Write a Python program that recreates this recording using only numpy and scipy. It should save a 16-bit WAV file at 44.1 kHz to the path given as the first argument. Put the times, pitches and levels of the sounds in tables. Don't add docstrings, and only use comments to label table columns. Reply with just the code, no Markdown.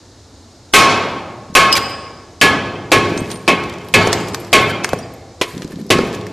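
import sys
import numpy as np
from scipy import signal
from scipy.io import wavfile
from scipy.ndimage import uniform_filter1d

SR = 44100
rng = np.random.default_rng(int(sys.argv[2]) if len(sys.argv) > 2 else 0)


def waveform_to_disk(signal):
    frames = np.transpose(np.atleast_2d(signal))
    scaled = np.clip(frames, -1, 1) * 32767
    samples = np.round(scaled).astype(np.int16)
    wavfile.write(sys.argv[1], SR, samples)


def makeup_ratio(level_db):
    decades = np.asarray(level_db, float) / 20
    return 10 ** decades


N = 278712
TIME = np.arange(N) / SR
BAND_EDGES_HZ = 28 * 2 ** np.arange(0, 9.1, 1 / 3)

# start_s, force_db, bass_db, treble_db, crack_t60_s
HAMMER_BLOWS = [
    (0.737, 12.5, -5.5, -1.5, 0.22),
    (1.551, 6, -3.5, -2.5, 0.23),
    (2.413, 3, 4, -3.5, 0.2),
    (2.9175, 0.5, 4, -2, 0.16),
    (3.4781, -2.5, 5.5, -8.5, 0.16),
    (3.939, 5, 2, -6, 0.12),
    (4.5288, 1.5, 4, -5.5, 0.23),
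    (5.413, -22.5, -1.5, -1, 0.099),
    (5.903, -4, 8, 1, 0.12),
]
# air_db, wall_db, shoulder_over_wall_db, neck_over_wall_db
BLOW_DRIVES = [
    (-9.5, 8, -14, -6.5),
    (-10.5, 7, -6.5, -6),
    (-11, -1, 4, -2),
    (-5, -1.5, -2.5, -3),
    (-13, -6.5, -9, 0),
    (-4, -6.5, 2, 3.5),
    (-8, -0.5, -7.5, 0.5),
    (-24, -28, -12, -1),
    (-8, -8, -5.5, -4.5),
]
MODE_PITCHES = [
    [102, 350, 417],
    [1088, 1113],
    [1242, 1280, 1543, 1565],
    [1694, 1718],
    [2125, 2180, 2245, 2325, 2410],
    [2575, 2980, 3085, 3268, 3455, 3890, 4600],
]
# level_db, t60_s
MODE_DECAYS = [
    [(-24.5, 0.13), (-8.5, 0.21), (-8, 0.068)],
    [(-5, 0.38), (-7, 0.11)],
    [(-8, 0.16), (-13, 0.29), (-6, 0.13), (-25, 0.89)],
    [(-1.5, 0.18), (-14.5, 0.41)],
    [(-1, 0.076), (-7, 0.37), (-9, 0.11), (-1.5, 0.11), (-2.5, 0.13)],
    [(0, 0.11), (-11.5, 0.043), (-4, 0.086), (-7, 0.044), (-8.5, 0.05), (-17.5, 0.041), (-12, 0.088)],
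]
# pitch_hz, level_db [dB per Hz]
CRACK_SPECTRUM = [(24, -52.5), (40, -41), (363, 5.5), (1360, -8), (1700, -6), (1920, -3.5), (2170, 1),
                  (4320, -6.5), (12100, -22.5), (14000, -31)]
# pitch_hz, level_db [dB per Hz]
TAIL_SPECTRUM = [(24, -58), (40, -28), (97, -2.5), (401, -2.5), (992, -3.5), (1090, -9), (1180, -10.5),
                 (2520, -9), (5520, -14.5), (11800, -26.5), (13000, -44.5), (14000, -105)]
# pitch_hz, t60_s
STOREROOM_T60 = [(100, 1.8), (260, 1.63), (700, 1.45), (1840, 1.058), (4850, 0.86), (12800, 0.2)]
# start_s, peak_db, dull_db, sharp_db
SHARD_TICKS = [(1.727, 1, -18, -16), (1.7545, -8, -6, -12), (1.765, -11, -8, -12), (1.7794, -13, -10, -15),
               (3.176, -16, -1, -35), (3.303, -19.5, -5, -21), (3.316, -16.5, -10, -18),
               (3.697, -22, -10, -18), (3.886, -27, -13, -3.5), (4.0727, -12, 8, -29),
               (4.1291, 2, -2.5, -28), (4.2844, -22.5, -5, -27), (4.3457, -8.5, 0, -15),
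               (4.8394, -21, -2, -18), (4.8448, -7.5, 9, -14), (4.8908, -14, -3, -10),
               (4.9325, -16, 6, -15), (5.5783, -23, -6, -14), (5.6209, -21, 0.5, -23),
               (5.7185, -35, 7, -16), (5.9865, -16, -8, -28), (6.129, -27, -14, -22),
               (6.1493, -22.5, -10, -27), (6.2675, -24, 0, -15.5)]
# start_s, peak_db, brightness_db
CHIP_TICKS = [(2.7234, -41, -4), (3.2054, -31, 22), (3.258, -33, 4), (3.359, -26.5, -6), (3.602, -33, -10),
              (3.638, -27, -10), (3.727, -32, -8), (3.738, -28, -4), (3.7852, -36, 0), (3.8144, -37, 5),
              (3.846, -40, 7), (4.2075, -33, -5), (4.3984, -43, 24), (4.4477, -27, 3), (4.9871, -35, 5),
              (5.1374, -41, 24), (5.5503, -34, 0), (5.6457, -28, 1), (5.677, -30.5, 0), (5.758, -34, 3),
              (5.814, -32, 8), (5.8655, -37, 21), (6.2123, -29.5, -10)]
# start_s, pitch_hz, level_db, t60_s
SHARD_RINGS = [(1.728, 4990, -7, 0.1), (1.726, 8220, -19, 0.07), (1.729, 5070, -11, .1),
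               (1.729, 4910, -14, .08), (1.726, 2930, -14.5, 0.067), (1.754, 12150, -45, 0.14),
               (1.754, 2320, -13, 0.052), (3.177, 6450, -35, 0.1), (3.176, 8300, -34, 0.14),
               (3.313, 9000, -25, 0.14), (3.354, 8900, -35, 0.12), (4.18, 6560, -33.5, .07),
               (4.237, 10700, -50, 0.17), (4.272, 5000, -30.5, 0.052), (4.334, 9600, -35.5, 0.045),
               (4.4, 11600, -34, 0.048), (4.4, 8760, -40, 0.051), (5.4134, 1010, -14, 0.05),
               (4.846, 8550, -30.5, 0.071), (4.933, 12100, -33.5, 0.038), (4.932, 9700, -29, 0.041),
               (4.988, 5660, -38, 0.087), (4.988, 9560, -41, 0.07), (5.028, 4870, -42, 0.12),
               (5.138, 11700, -42, 0.048), (4.932, 1100, -15, .04), (4.932, 780, -14, .04),
               (4.0725, 720, -14, .04), (5.904, 2580, -12, .09), (5.72, 1750, -38, .07)]
# start_s, peak_db, pitch_hz
LUMP_THUDS = [(1.496, -14, 190), (1.522, -16, 187), (2.962, 11.5, 406), (3.116, 0, 340), (3.162, -7, 287),
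              (3.213, -1, 204), (3.529, 2.5, 404), (4.068, 10, 420), (4.181, -27, 251), (4.208, -12, 214),
              (4.929, 11, 515), (5.411, 4.5, 454), (5.542, -13, 211), (5.622, -22, 220), (5.645, -4.5, 197),
              (5.734, -11, 228), (5.758, -26, 194), (5.81, -28, 180), (5.95, 4, 395), (5.986, 15, 422),
              (6.034, 1, 407), (6.063, -5.5, 369)]
# start_s, level_db, rise_s, t60_s
RUBBLE_ROLLS = [
    (2.95, -7.5, 0.022, 1.36),
    (3.1, -10.5, 0.087, 0.69),
    (3.5, -8.5, 0.0082, 0.46),
    (3.97, -2, 0.0064, 0.34),
    (4.1, -15, .01, 1.7),
    (4.599, -9, 0.0086, 0.53),
    (4.925, -4.5, .005, 0.28),
    (5.52, -8, 0.1, 1.2),
    (5.73, -17, 0.012, 0.87),
    (5.95, -5.5, .01, 0.68),
]
# start_s, level_db, t60_s
GRIT_FALLS = [
    (0.78, -26, .8),
    (2.45, -40, .8),
    (2.96, -35, 4.4),
    (3.52, -53, 8.0),
    (3.98, -35, 1.9),
    (4.6, -23, 0.39),
    (5.44, -20.5, 0.44),
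    (5.66, -34.5, 0.76),
    (5.96, -27, 0.8),
]
# start_s, level_db
GRIT_SPILLS = [(1.77, -11), (1.904, -30), (3.321, -33), (3.897, -48), (4.075, -25), (4.205, -29),
               (4.287, -27), (4.402, -32), (4.615, -20), (4.707, -22), (4.993, -33), (5.145, -51),
               (5.632, -36), (6.142, -31.5)]
# pitch_hz, level_db [dB per Hz]
TONE_SPECTRUM = [(15, -50), (25, -17), (96, 10), (155, -14.5), (237, 1), (335, -4), (761, -10), (2940, -26),
                 (3530, -21), (3830, -16.5), (6160, -17.5), (11300, -38), (12900, -42), (14000, -68)]


def rms_one(x):
    return x / np.sqrt(np.mean(x ** 2) + 1e-20)


def at_hz(points, hz):
    table_hz, values = np.transpose(points)
    return np.interp(np.log(hz), np.log(table_hz), values)


def band(x, low_hz, high_hz):
    return signal.sosfilt(signal.butter(2, [low_hz, high_hz], "band", fs=SR, output="sos"), x)


def clicks(times, sizes):
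    out = np.full(N, 1e-18)
    np.add.at(out, (np.asarray(times) * SR).astype(int), sizes)
    return out


def dying(x, t60):
    return signal.lfilter([1], [1, -makeup_ratio(-120 / (t60 * SR))], x)


def ring(x, hz, t60):
    radius, angle = makeup_ratio(-60 / (t60 * SR)), 2 * np.pi * hz / SR
    return signal.lfilter([0, np.sin(angle)], [1, -2 * radius * np.cos(angle), radius ** 2], x)


def add(out, s, sound):
    i = int(s * SR)
    out[i:i + len(sound)] += sound[:N - i]


def drift(rate):
    knots = rng.standard_normal(800)
    return np.interp(TIME * np.clip(rate, .1, 120), np.arange(800), knots)


def slide(s, db, rise, t60):
    t = np.maximum(TIME - s, 0)
    return makeup_ratio(db - 60 * t / max(t60, .05)) * (1 - np.exp(-t / max(rise, .001)))


def blows_in_room():
    crack_over_room_db, crack_loss = 14.5, 0.63
    s, force_db, bass_db, treble_db, crack_t60 = np.transpose(HAMMER_BLOWS)
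    white, out = rng.standard_normal((2, N)), np.zeros(N)
    crumble = drift(68) + drift(25)
    cracks = np.array([dying(clicks([t], 0.9), max(d, .01)) for t, d in zip(s, crack_t60)])
    for k, (low, high) in enumerate(zip(BAND_EDGES_HZ, BAND_EDGES_HZ[1:])):
        hz = np.sqrt(low * high)
        tilt = np.log2(hz / 1200) / 2.78
        treble = np.clip(tilt, 0, 1)
        level_db = force_db + bass_db * np.clip(-tilt, 0, 1) + treble_db * treble
        fed = clicks(s, makeup_ratio(2 * level_db))
        build_up_s = 0.011 + 2.4 / hz
        tail = np.abs(dying(fed, at_hz(STOREROOM_T60, hz)) - dying(fed, build_up_s))
        uneven = makeup_ratio(2 * (0.5 * drift(13) + 0.89 * treble * crumble))
        power = makeup_ratio(2 * (at_hz(TAIL_SPECTRUM, hz) - 44.5)) * tail * uneven
        crack = makeup_ratio(2 * (level_db + crack_over_room_db - crack_loss * force_db)) @ cracks
        power += makeup_ratio(2 * (at_hz(CRACK_SPECTRUM, hz) - 46.5)) * crack
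        out += np.sqrt(power * (high - low)) * rms_one(band(white[k % 2], low, high))
    return out


def jars():
    s, out = np.array(HAMMER_BLOWS)[:, 0], np.zeros(N)
    air, wall, shoulder, neck = np.transpose(BLOW_DRIVES)
    seal = wall - 2.5 - 0.45 * s
    drives = [air, wall, seal, wall + shoulder, wall + neck, wall + neck + 1.5]
    for pitches, modes, drive_db in zip(MODE_PITCHES, MODE_DECAYS, drives):
        for hz, (level_db, t60) in zip(pitches, modes):
            size = makeup_ratio(drive_db + level_db + rng.normal(0, 0.38, len(s)))
            struck = clicks(s, size * rng.choice([-1, 1], len(s)))
            swell = ring(struck, hz, t60 * 0.15)
            out += ring(struck, hz, t60) * makeup_ratio(2.75 * drift(hz / 30)) - swell
            waver = 1300 / hz + .7 * drift(hz / 40)
            out += makeup_ratio(-16.5) * ring(struck, hz, .95 * at_hz(STOREROOM_T60, hz)) * waver
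    return out


def stack():
    s, force_db = np.transpose(HAMMER_BLOWS)[:2]
    out = np.zeros(N)
    for hz in np.geomspace(1200, 5000, 36) * rng.uniform(0.95, 1.03, 36):
        chance_db = rng.normal(0, 4.85, len(s))
        struck = clicks(s, makeup_ratio(force_db - 30 - 3.6 * np.log2(hz / 1000) + chance_db))
        out += ring(struck, hz, .8 * at_hz(STOREROOM_T60, hz)) * drift(80)
    return out


def shard_ticks():
    out, t, white = np.zeros(N), TIME[:4096], rng.standard_normal(N)
    dull = rms_one(band(white, 900, 2500))
    mid = rms_one(band(white, 2300, 6300))
    sharp = rms_one(band(white, 6300, 12500))
    chips = [(s, db, -4, -20 + bright_db) for s, db, bright_db in CHIP_TICKS]
    for s, peak_db, dull_db, sharp_db in SHARD_TICKS + chips:
        t60 = max(0.026 * makeup_ratio(.05 * (peak_db + 31)), .004)
        at = slice(int(s * SR), int(s * SR) + len(t))
        mix = mid[at] + makeup_ratio(dull_db) * dull[at] + makeup_ratio(sharp_db) * sharp[at]
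        age = t[:len(mix)]
        snap = 1 + 1.65 * np.exp(-age / 0.00057)
        add(out, s, makeup_ratio(peak_db - 6.0 - 60 * age / t60) * snap * mix)
    return out


def shard_rings():
    out, t = np.zeros(N), TIME[:SR // 2]
    rocking = makeup_ratio(4 * drift(110))
    for s, hz, level_db, t60 in SHARD_RINGS:
        split = rng.uniform(0.00086, 0.007)
        pair = np.sin(2 * np.pi * hz * t) + 0.54 * np.sin(2 * np.pi * hz * (1 + split) * t)
        pair = pair * np.roll(rocking, -int(s * SR))[:len(t)]
        add(out, s, makeup_ratio(level_db - 60 * t / t60) * np.minimum(t / 0.0002, 1) * pair)
    return out


def lumps():
    out, t = np.zeros(N), TIME[:4096]
    for s, peak_db, hz in LUMP_THUDS:
        t60 = 5.04 / hz
        onset = np.minimum(t * hz * 2.5, 1)
        add(out, s + 0.00385, makeup_ratio(peak_db - 1.0 - 60 * t / t60) * np.sin(2 * np.pi * hz * t) * onset)
    return out


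def grains(per_s, sizes, pitches, cycles):
    knocks = (rng.random(N) < per_s / SR) * sizes * rng.choice([-1, 1], N)
    dealt = rng.integers(0, len(pitches), N)
    return sum(ring(knocks * (dealt == k) + 1e-18, hz, cycles / hz) for k, hz in enumerate(pitches))


def rubble():
    sizes = makeup_ratio(1.5 * np.minimum(rng.exponential(1, N), 2))
    roll = grains(160, sizes, np.geomspace(170, 620, 6), 5.9)
    level = sum(slide(*row) for row in RUBBLE_ROLLS) * makeup_ratio(0.83 * drift(30))
    return makeup_ratio(-12.0) * level * rms_one(band(roll, 118, 520))


def grit():
    fizz = grains(7000, makeup_ratio(2.5 * rng.exponential(1, N)), np.geomspace(1800, 12000, 8), 10.0)
    level = sum(slide(s, db, 0.031, t60) for s, db, t60 in GRIT_FALLS)
    level = level + sum(makeup_ratio(db) * np.exp(-((TIME - s) / .013) ** 2) for s, db in GRIT_SPILLS)
    return makeup_ratio(-7.0 + 4.0 * drift(40)) * level * rms_one(fizz)


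def echoes(x):
    t, white = TIME[:SR * 3 // 2], rng.standard_normal(SR * 3 // 2)
    reply = np.zeros(len(t))
    for low, high in zip(BAND_EDGES_HZ[3::2], BAND_EDGES_HZ[5::2]):
        reply += makeup_ratio(-60 * t / at_hz(STOREROOM_T60, low)) * band(white, low, high)
    reply *= np.minimum(t / 0.0067, 1)
    return signal.fftconvolve(x, reply / np.sqrt(np.sum(reply ** 2)))[:N]


def room_tone():
    white, out = rng.standard_normal((2, N)), np.zeros(N)
    widths = np.diff(BAND_EDGES_HZ)
    centres = np.sqrt(BAND_EDGES_HZ[:-1] * BAND_EDGES_HZ[1:])
    power = makeup_ratio(2 * at_hz(TONE_SPECTRUM, centres)) * widths
    levels = makeup_ratio(-41) * np.sqrt(power / np.sum(power))
    for k, level in enumerate(levels):
        out += level * rms_one(band(white[k % 2], BAND_EDGES_HZ[k], BAND_EDGES_HZ[k + 1]))
    return out


def scene():
    pieces = shard_ticks() + shard_rings() + grit()
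    low = lumps() + rubble()
    blows = blows_in_room() + jars() + stack()
    mono = blows + pieces + low + echoes(makeup_ratio(-15.0) * (pieces + low)) + room_tone()
    return np.array([mono, mono])


def low_pass(x):
    return signal.sosfilt(signal.butter(12, 14220, fs=SR, output="sos"), x)


def record(dry):
    top = .67
    mono = dry[0] / (1 + np.abs(dry[0] / top) ** 8) ** (1 / 8)
    mono = signal.sosfilt(signal.cheby1(10, 1, 13100, fs=SR, output="sos"), mono)
    white, side, frame = rng.standard_normal(N), np.zeros(N), np.arange(N) // 2048
    attacks = clicks(np.array(HAMMER_BLOWS)[1:, 0], 1)
    quiet = np.convolve(attacks, np.ones(3500))[300:N + 300] < .5
    edges = np.geomspace(4200, 12800, 10)
    for low, high in zip(edges, edges[1:]):
        level = np.sqrt(np.abs(uniform_filter1d(band(mono, low, high) ** 2, 1024)))
        chosen = (rng.random(frame[-1] + 1) < .72)[frame]
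        patch = uniform_filter1d(chosen * quiet * 1., 400)
        side += makeup_ratio(-4.5) * level * patch * rms_one(band(white, low, high))
    side = signal.sosfilt(signal.butter(10, 3900, "high", fs=SR, output="sos"), side)
    return low_pass(np.array([mono + side, mono - side]))


dry = scene()
out = record(dry)
waveform_to_disk(out)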